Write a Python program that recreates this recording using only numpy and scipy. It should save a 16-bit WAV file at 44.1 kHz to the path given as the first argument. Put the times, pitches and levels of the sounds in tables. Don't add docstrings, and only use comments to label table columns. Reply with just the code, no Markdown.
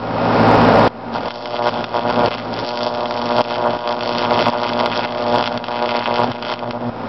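import sys
import numpy as np
from scipy import signal
from scipy.fft import rfft, irfft
from scipy.io import wavfile
from scipy.ndimage import uniform_filter1d

SR = 44100
rng = np.random.default_rng(int(sys.argv[2]) if len(sys.argv) > 2 else 0)


def unload_wav(signal):
    wavfile.write(
        sys.argv[1],
        SR,
        np.round(np.clip(np.atleast_2d(signal).T, -1, 1) * 32767).astype(np.int16),
    )


def boost_factor(decibels):
    exponent = np.asarray(decibels, float) / 20
    return 10 ** exponent


N = 312228

# start_s, thump_db, sizzle_db (just after it)
JUMPS = [(1.122, -30, -37), (1.147, -24.0, -33.5), (1.189, -32, -44), (1.247, -26, -40),
         (1.288, -39.0, -43.0), (1.3, -32, -39.5), (1.389, -35.0, -41), (1.422, -28.0, -41),
         (1.53, -21.5, -32.5), (1.555, -26.0, -37), (1.589, -18.0, -35.5), (1.64, -16, -30),
         (1.68, -16.5, -23), (1.695, -40, -35.5), (1.722, -23.5, -32), (1.814, -32, -35),
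         (1.85, -33.5, -39.5), (1.939, -19, -29.5), (1.996, -28.0, -35.5), (2.051, -18.0, -31.5),
         (2.092, -17, -27.5), (2.11, -23.5, -30.5), (2.172, -14.5, -31.0), (2.264, -28, -31),
         (2.288, -40, -39.5), (2.305, -25.5, -29), (2.355, -35, -35), (2.405, -40, -41),
         (2.439, -30.0, -43), (2.53, -28, -34.5), (2.595, -27, -36), (2.635, -24.5, -35),
         (2.73, -25, -36.5), (2.855, -16.5, -33.5), (2.883, -24.5, -39), (3.066, -23.5, -36.5),
         (3.11, -22.5, -42), (3.14, -23.5, -34.5), (3.205, -25.5, -36.0), (3.255, -20.0, -30.0),
         (3.372, -13.5, -26.5), (3.418, -30.5, -36.5), (3.447, -23.5, -31.5), (3.539, -25, -30),
         (3.572, -20.0, -34.5), (3.705, -23.5, -34), (3.776, -28.5, -37.5), (3.847, -22, -32.5),
         (3.922, -25.0, -39.5), (4.014, -23, -29.5), (4.114, -22.5, -28.5), (4.197, -20.5, -25.5),
         (4.255, -22.5, -32.5), (4.31, -13.5, -31), (4.329, -18, -27), (4.43, -29, -26),
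         (4.464, -15.0, -28), (4.5, -29, -33), (4.514, -24.0, -32.5), (4.664, -25, -25.5),
         (4.697, -22.0, -32.0), (4.864, -22.5, -30.5), (4.914, -32.5, -25), (4.964, -18.5, -24.5),
         (5.005, -32, -27), (5.04, -22.5, -26), (5.059, -27, -33), (5.147, -22, -33), (5.325, -13, -27.5),
         (5.36, -16.5, -26), (5.389, -19.5, -28), (5.43, -28, -29.5), (5.489, -25, -37),
         (5.555, -25.5, -35), (5.583, -54, -41.5), (5.597, -28.5, -45), (5.647, -41, -34.5),
         (5.68, -23.5, -34), (5.714, -25.5, -30.5), (5.814, -17.5, -30.5), (5.855, -22.0, -28),
         (5.989, -25.5, -29.5), (6.014, -31.5, -27), (6.072, -21.5, -32), (6.155, -22.5, -28.0),
         (6.19, -13.5, -29.5), (6.207, -17.5, -30), (6.23, -18.5, -22), (6.247, -29, -35), (6.27, -28, -36),
         (6.3, -23.5, -36), (6.321, -42, -38), (6.341, -31, -38.0), (6.422, -27.5, -28.5),
         (6.548, -40, -40), (6.566, -30, -42), (6.614, -23.5, -38.5), (6.647, -28, -43),
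         (6.675, -24.5, -42), (6.715, -36, -42.0), (6.73, -25.5, -47), (6.78, -37, -57),
         (6.805, -25.5, -46.0)]
# time_s, lag_ms (< 0 early)
STRIKE_LAG = [(1.1, -.6), (1.8, -.5), (1.95, 1.2), (2.1, 1), (2.3, -.2), (2.5, -1.1), (3.4, -.6), (3.5, .5),
              (3.6, -.9), (3.85, -.8), (3.95, .3), (5.0, .3), (5.1, -1), (5.3, -.5), (5.4, 1), (5.7, 0),
              (6.9, .4)]
# time_s, added_hum_db, sizzle_above_3800_hz_db, thump_above_800_hz_db
STRETCH = [(1.1, -4, 2.5, 3), (1.45, -2.5, 7, -2), (1.7, 1.5, 0.1, 0.1), (2.0, -0.5, -1.5, 2.5),
           (2.25, -1.3, -4.5, -1), (2.55, -4, 2.5, -6), (2.75, 1.5, 8.5, -2.5), (3.101, -2.5, 7, 0.2),
           (3.4, 1.5, 1.5, -1), (3.701, -2, -2, 1), (3.95, 1, 2.5, -0.5), (4.1, 1, 1.5, -1.5),
           (4.5, 1, 0.5, 0.5), (5.0, -0.5, -3, -0.5), (5.2, -1.5, 0, -3.5), (5.5, 2, -1, 2.5),
           (5.75, -3, -5, 2.5), (5.88, 1.5, -5, -3.5), (6.0, 0.5, -7.5, 0.5), (6.28, 5, -3, -0.5),
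           (6.4, -1, -3.5, 2), (6.651, 2.5, -4, .4), (6.9, 8.5, 2, -2)]
# break_s, throb_peak_db
BREAKS = [(1.691, -31.5), (2.878, -39.5), (3.415, -34.5), (5.58, -32.5), (6.316, -25.5), (6.712, -29),
          (6.9, -26)]
# time_s, click_db (before the resonances)
CRACKS = [(0.8782, -11), (1.1655, -15.0), (1.1748, -21.5), (1.233, -19.5), (1.2577, -16), (1.2834, -14.0),
          (1.307, -12.0), (1.4576, -12.5), (1.566, -12.5), (1.6576, -12.5), (1.668, -11), (1.6743, -9.5),
          (1.6826, -12), (1.6911, -8.0), (1.8421, -8), (1.9674, -12.5), (1.9761, -17), (2.1003, -11),
          (2.1084, -11), (2.26, -5.5), (2.2835, -13), (2.3493, -13), (2.8077, -12.5), (2.9494, -15),
          (3.0074, -14), (3.0574, -11), (3.1095, -8.5), (3.1748, -11), (3.2167, -10), (3.3077, -12),
          (3.408, -9.5), (3.582, -15.5), (3.707, -12), (3.8752, -9.0), (3.9086, -11.5), (3.9253, -10.5),
          (4.0086, -9.5), (4.0253, -12), (4.059, -11), (4.2003, -14), (4.2418, -10), (4.25, -9),
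          (4.3084, -7.5), (4.4658, -8.5), (4.4836, -7.5), (4.6168, -12.5), (4.6335, -8), (4.642, -10),
          (4.6668, -12), (4.692, -8.5), (4.734, -10), (4.792, -10.0), (4.8004, -7.5), (4.8084, -8),
          (4.8597, -5.5), (4.8654, -12), (4.941, -11.5), (5.1234, -13.5), (5.3592, -8.0), (5.426, -8),
          (5.441, -7.5), (5.4588, -7), (5.4671, -10), (5.4757, -6), (5.5757, -8.5), (5.6415, -12),
          (5.6838, -12.5), (5.8249, -9.5), (5.859, -9), (5.8919, -6), (5.9086, -10.0), (5.9167, -10),
          (5.9585, -9.0), (5.967, -8), (5.992, -8), (6.0751, -8.5), (6.1416, -10), (6.1584, -8),
          (6.2344, -12), (6.2426, -11.5), (6.3175, -11.0), (6.4999, -10.5), (6.5168, -10), (6.5251, -10),
          (6.539, -12), (6.5923, -16.5), (6.7093, -12.5)]
# pitch_hz, width_hz, relative_level_db
BASE_MODES = [(362, 46, -6), (657, 83, 9), (780, 130, -4), (916, 225, 14.5), (1164, 88, -8),
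              (1379, 42, -2.5)]
# pitch_hz, width_hz, relative_level_db
SNAP_MODES = [(2095, 110, -12.5), (2673, 100, -9.5), (3263, 695, 10.5), (4495, 1160, 9), (4910, 3400, -8)]
# delay_ms, gain (linear)
ECHOES = [(.9, 0.092), (1.5, 0.036), (2.15, -0.13), (3.302, 0.033), (4.6, -0.24)]
# pitch_hz, relative_level_db (per Hz)
ROAR = [(18, -54.5), (30, -19.5), (49, -17), (80, -13), (109, -9.5), (173, -6), (193, -9.5), (236, 6),
        (322, -6), (560, 1), (699, -2.5), (912, -3), (1810, -18), (5020, -29.5), (6000, -32), (7800, -83.5),
        (13200, -120)]
# order (multiple of the shaft rate), level_db (re roar)
SHAFT_ORDERS = [(1, -22), (2, -13), (3, -15.5), (5, -23)]
# pitch_hz, level_db (re roar)
WHINE = [(651, -21.5), (769, -13), (888, -20), (946, -15), (1242, -20), (1418, -18.5), (1597, -30),
         (2541, -30), (3548, -37.5), (4436, -37), (5023, -34)]
# start_s, fallen_db, held_db
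DROPS = [(0, -24.5, -9.5), (.879, -34.5, -23), (1.288, -37, -33), (1.695, -28, -21), (1.85, -32.5, -5),
         (2.288, -31, -22.5), (2.65, -38, -26), (2.883, -27, -29), (3.066, -31.5, -26.5), (3.418, -35, -21),
         (3.776, -37, -29.5), (4.05, -30, -21), (4.5, -31.5, -26), (5.059, -33, -21.5), (5.43, -31, -25),
         (5.583, -32, -31), (6.05, -30.5, -20), (6.321, -35, -29.5), (6.548, -36.5, -19),
         (6.715, -33.5, -23), (6.9, -30, -19)]

STRIKES_PER_S = 120
THUMP_GROWS_DB_PER_S, SIZZLE_GROWS_DB_PER_S = 29.5, 19
JUMP_S = 0.0058
ARC_STARTS_S, ARC_ENDS_S, IGNITION_S = JUMPS[0][0], 6.9, .03
POLARITY_DB = 2
HUM_DB, HUM_FOLLOWS_THUMP = -6.5, .55
SHAFT_HZ = 55.44
CREEP_DB_PER_S, KNEE_DB = 36, 2.5
EDGE_HZ, OVERLOAD, CLIP, OFFSET = 5780, 0.734, .715, -.0033


def arc():
    t = np.arange(N) / SR
    thump_db, sizzle_db = growing_levels_db()
    stretch_db, edge_db, body_db = stretch_curves()
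    hum_db = HUM_DB + stretch_db + HUM_FOLLOWS_THUMP * thump_db + (1 - HUM_FOLLOWS_THUMP) * slow_level_db()
    burning = uniform_filter1d(((t > ARC_STARTS_S) & (t < ARC_ENDS_S)) * 1., 200)
    burning *= np.clip((t - ARC_STARTS_S) / IGNITION_S + .3, 0, 1)
    layers = boost_factor(thump_db) * thump(body_db)
    layers += boost_factor(hum_db) * hum(hum_db)
    layers += boost_factor(sizzle_db) * sizzle(edge_db)
    return burning * layers


def growing_levels_db():
    age, thump_db, sizzle_db = since(JUMPS)
    width = round(JUMP_S * SR)
    thump_db = uniform_filter1d(thump_db + THUMP_GROWS_DB_PER_S * age, width)
    sizzle_db = uniform_filter1d(sizzle_db + SIZZLE_GROWS_DB_PER_S * age, width)
    return thump_db, sizzle_db


def stretch_curves():
    at, *columns = np.transpose(STRETCH)
    return [np.interp(np.arange(N) / SR, at, column) for column in columns]


def current_zeros():
    return np.arange(int((N - 1) / SR * STRIKES_PER_S)) / STRIKES_PER_S


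def thump(body_db):
    zero = current_zeros()
    jitter, strength, puff_jitter, puff = rng.standard_normal((4, len(zero)))
    drift_s = .00076 * uniform_filter1d(strength, size=12)
    pushes = train(zero + .0008 + .00005 * jitter + drift_s, boost_factor(strength))
    pushes += train(zero + .0016 + .0006 * puff_jitter, .4 * puff)
    swell = np.hanning(36)
    ringing = rung(np.convolve(pushes, swell)[:N], BASE_MODES)
    body = evened(above(above(ringing, 428), 300))
    wander = np.interp(np.arange(N) / SR, zero, uniform_filter1d(puff_jitter, size=3))
    return tilted(body, 800, body_db + 4.5 * wander)


def hum(hum_db):
    t = np.arange(N) / SR
    phase = 2 * np.pi * STRIKES_PER_S * t
    out = np.sqrt(2) * (np.sin(2 * phase + 1.06) + boost_factor(-16) * np.sin(phase))
    for break_s, db in BREAKS:
        growth = np.exp(np.minimum(t - break_s, 0) / 0.062) * (t < break_s)
        out += boost_factor(db - hum_db) * growth * np.sin(phase)
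    return out


def sizzle(edge_db):
    t = np.arange(N) / SR
    zero = current_zeros()
    jitter, drift, size, edge, thin = rng.standard_normal((5, len(zero)))
    lag_s = np.interp(zero, *np.transpose(STRIKE_LAG)) / 1000
    strike = zero + lag_s + .00015 * uniform_filter1d(drift, size=3) + .00002 * jitter
    apart = abs(strike[:, None] - np.transpose(CRACKS)[0]).min(1) > .003
    size_db = 3.6 * np.minimum(size, .8) + POLARITY_DB * (np.arange(len(zero)) % 2)
    sparks = snap(train(strike, apart * boost_factor(size_db)), 0.0016, 0.099)
    hiss = 0.0053 * rung(rng.standard_normal(N), SNAP_MODES)
    out = evened(sparks + hiss)
    out = tilted(out, 3800, edge_db + 3.45 * np.interp(t, strike, edge))
    thin_db = 3.0 * np.interp(t, strike, thin)
    return tilted(out / boost_factor(thin_db), 2800, thin_db)


def cracks():
    s, db = np.transpose(CRACKS)
    return snap(train(s, boost_factor(db)), 0.0022, 0.09)


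def snap(clicks, fade_s, fizz):
    fading = np.exp(-np.arange(600) / (fade_s * SR))
    burst = signal.oaconvolve(clicks, fading)[:N] * rng.standard_normal(N)
    drive = fizz * burst - clicks
    direct = 0.43 * drive + 0.21 * rung(drive, SNAP_MODES)
    echoes = sum(gain * np.roll(direct, round(ms * SR / 1000)) for ms, gain in ECHOES)
    base = above(above(rung(clicks, BASE_MODES), 1000), 1000)
    return above(direct + echoes, 1100) - 0.2 * base


def engine():
    t = np.arange(N) / SR
    fire = np.arange(int(t[-1] * SHAFT_HZ)) / SHAFT_HZ
    strength = np.where(np.arange(len(fire)) % 2, .3, 1)
    pops = train(fire, strength * boost_factor(0.29 * rng.standard_normal(len(fire))))
    noise = rng.standard_normal(N) * (1 + 0.045 * np.cos(2 * np.pi * SHAFT_HZ * t))
    roar = muffled(noise + 0.3 * evened(pops))
    pitches = [(order * SHAFT_HZ, db) for order, db in SHAFT_ORDERS] + list(WHINE)
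    tones = sum(boost_factor(db) * np.sqrt(2) * np.sin(2 * np.pi * (hz * t + rng.random())) for hz, db in pitches)
    return boost_factor(slow_level_db()) * evened(roar + tones)


def muffled(x):
    hz = np.fft.rfftfreq(N, 1 / SR)
    f, db = np.transpose(ROAR)
    colour = boost_factor(np.interp(np.log(hz + 1), np.log(f + 1), db))
    smear = np.exp(-2j * np.pi * 3.3 * np.log(hz + 30))
    return evened(irfft(rfft(x) * colour * smear, N))


def slow_level_db():
    age, fallen_db, held_db = since(DROPS)
    short_db = held_db - fallen_db - CREEP_DB_PER_S * age
    eased = held_db - KNEE_DB * np.logaddexp(0, short_db / KNEE_DB)
    return uniform_filter1d(eased, round(JUMP_S * SR))


def since(rows):
    s, *columns = np.transpose(rows)
    t = np.arange(N) / SR
    latest = np.maximum(np.searchsorted(s, t, "right") - 1, 0)
    return [t - s[latest]] + [c[latest] for c in columns]


def train(s, size):
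    out = np.zeros(N)
    np.add.at(out, np.clip(np.round(s * SR).astype(int), 0, N - 1), size)
    return out


def rung(x, modes):
    out = np.zeros(len(x))
    for hz, width, db in modes:
        r = np.exp(-np.pi * width / SR)
        w = 2 * np.pi * hz / SR
        out += boost_factor(db) * signal.lfilter([0, np.sin(w)], [1, -2 * r * np.cos(w), r * r], x)
    return out


def above(x, hz):
    return signal.sosfilt(signal.butter(2, hz, "high", fs=SR, output="sos"), x)


def tilted(x, hz, db):
    low = signal.sosfiltfilt(signal.butter(3, hz, fs=SR, output="sos"), x)
    return low + boost_factor(db) * (x - low)


def evened(x):
    return x / np.sqrt(np.mean(x ** 2) + 1e-20)


def scene():
    return (arc() + cracks() + engine())[None]


def top_cut(x):
    return signal.sosfilt(signal.butter(12, 15800, fs=SR, output="sos"), x)


def record(dry):
    limit = signal.firwin(255, EDGE_HZ, window=("kaiser", 11), fs=SR)[None]
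    banded = signal.oaconvolve(dry, limit, "same")
    overloaded = np.clip(banded, -OVERLOAD, OVERLOAD)
    narrow = signal.oaconvolve(overloaded, limit, "same")
    mix = np.clip(narrow + OFFSET, -CLIP, CLIP)
    return top_cut(mix)


dry = scene()
out = record(dry)
unload_wav(out)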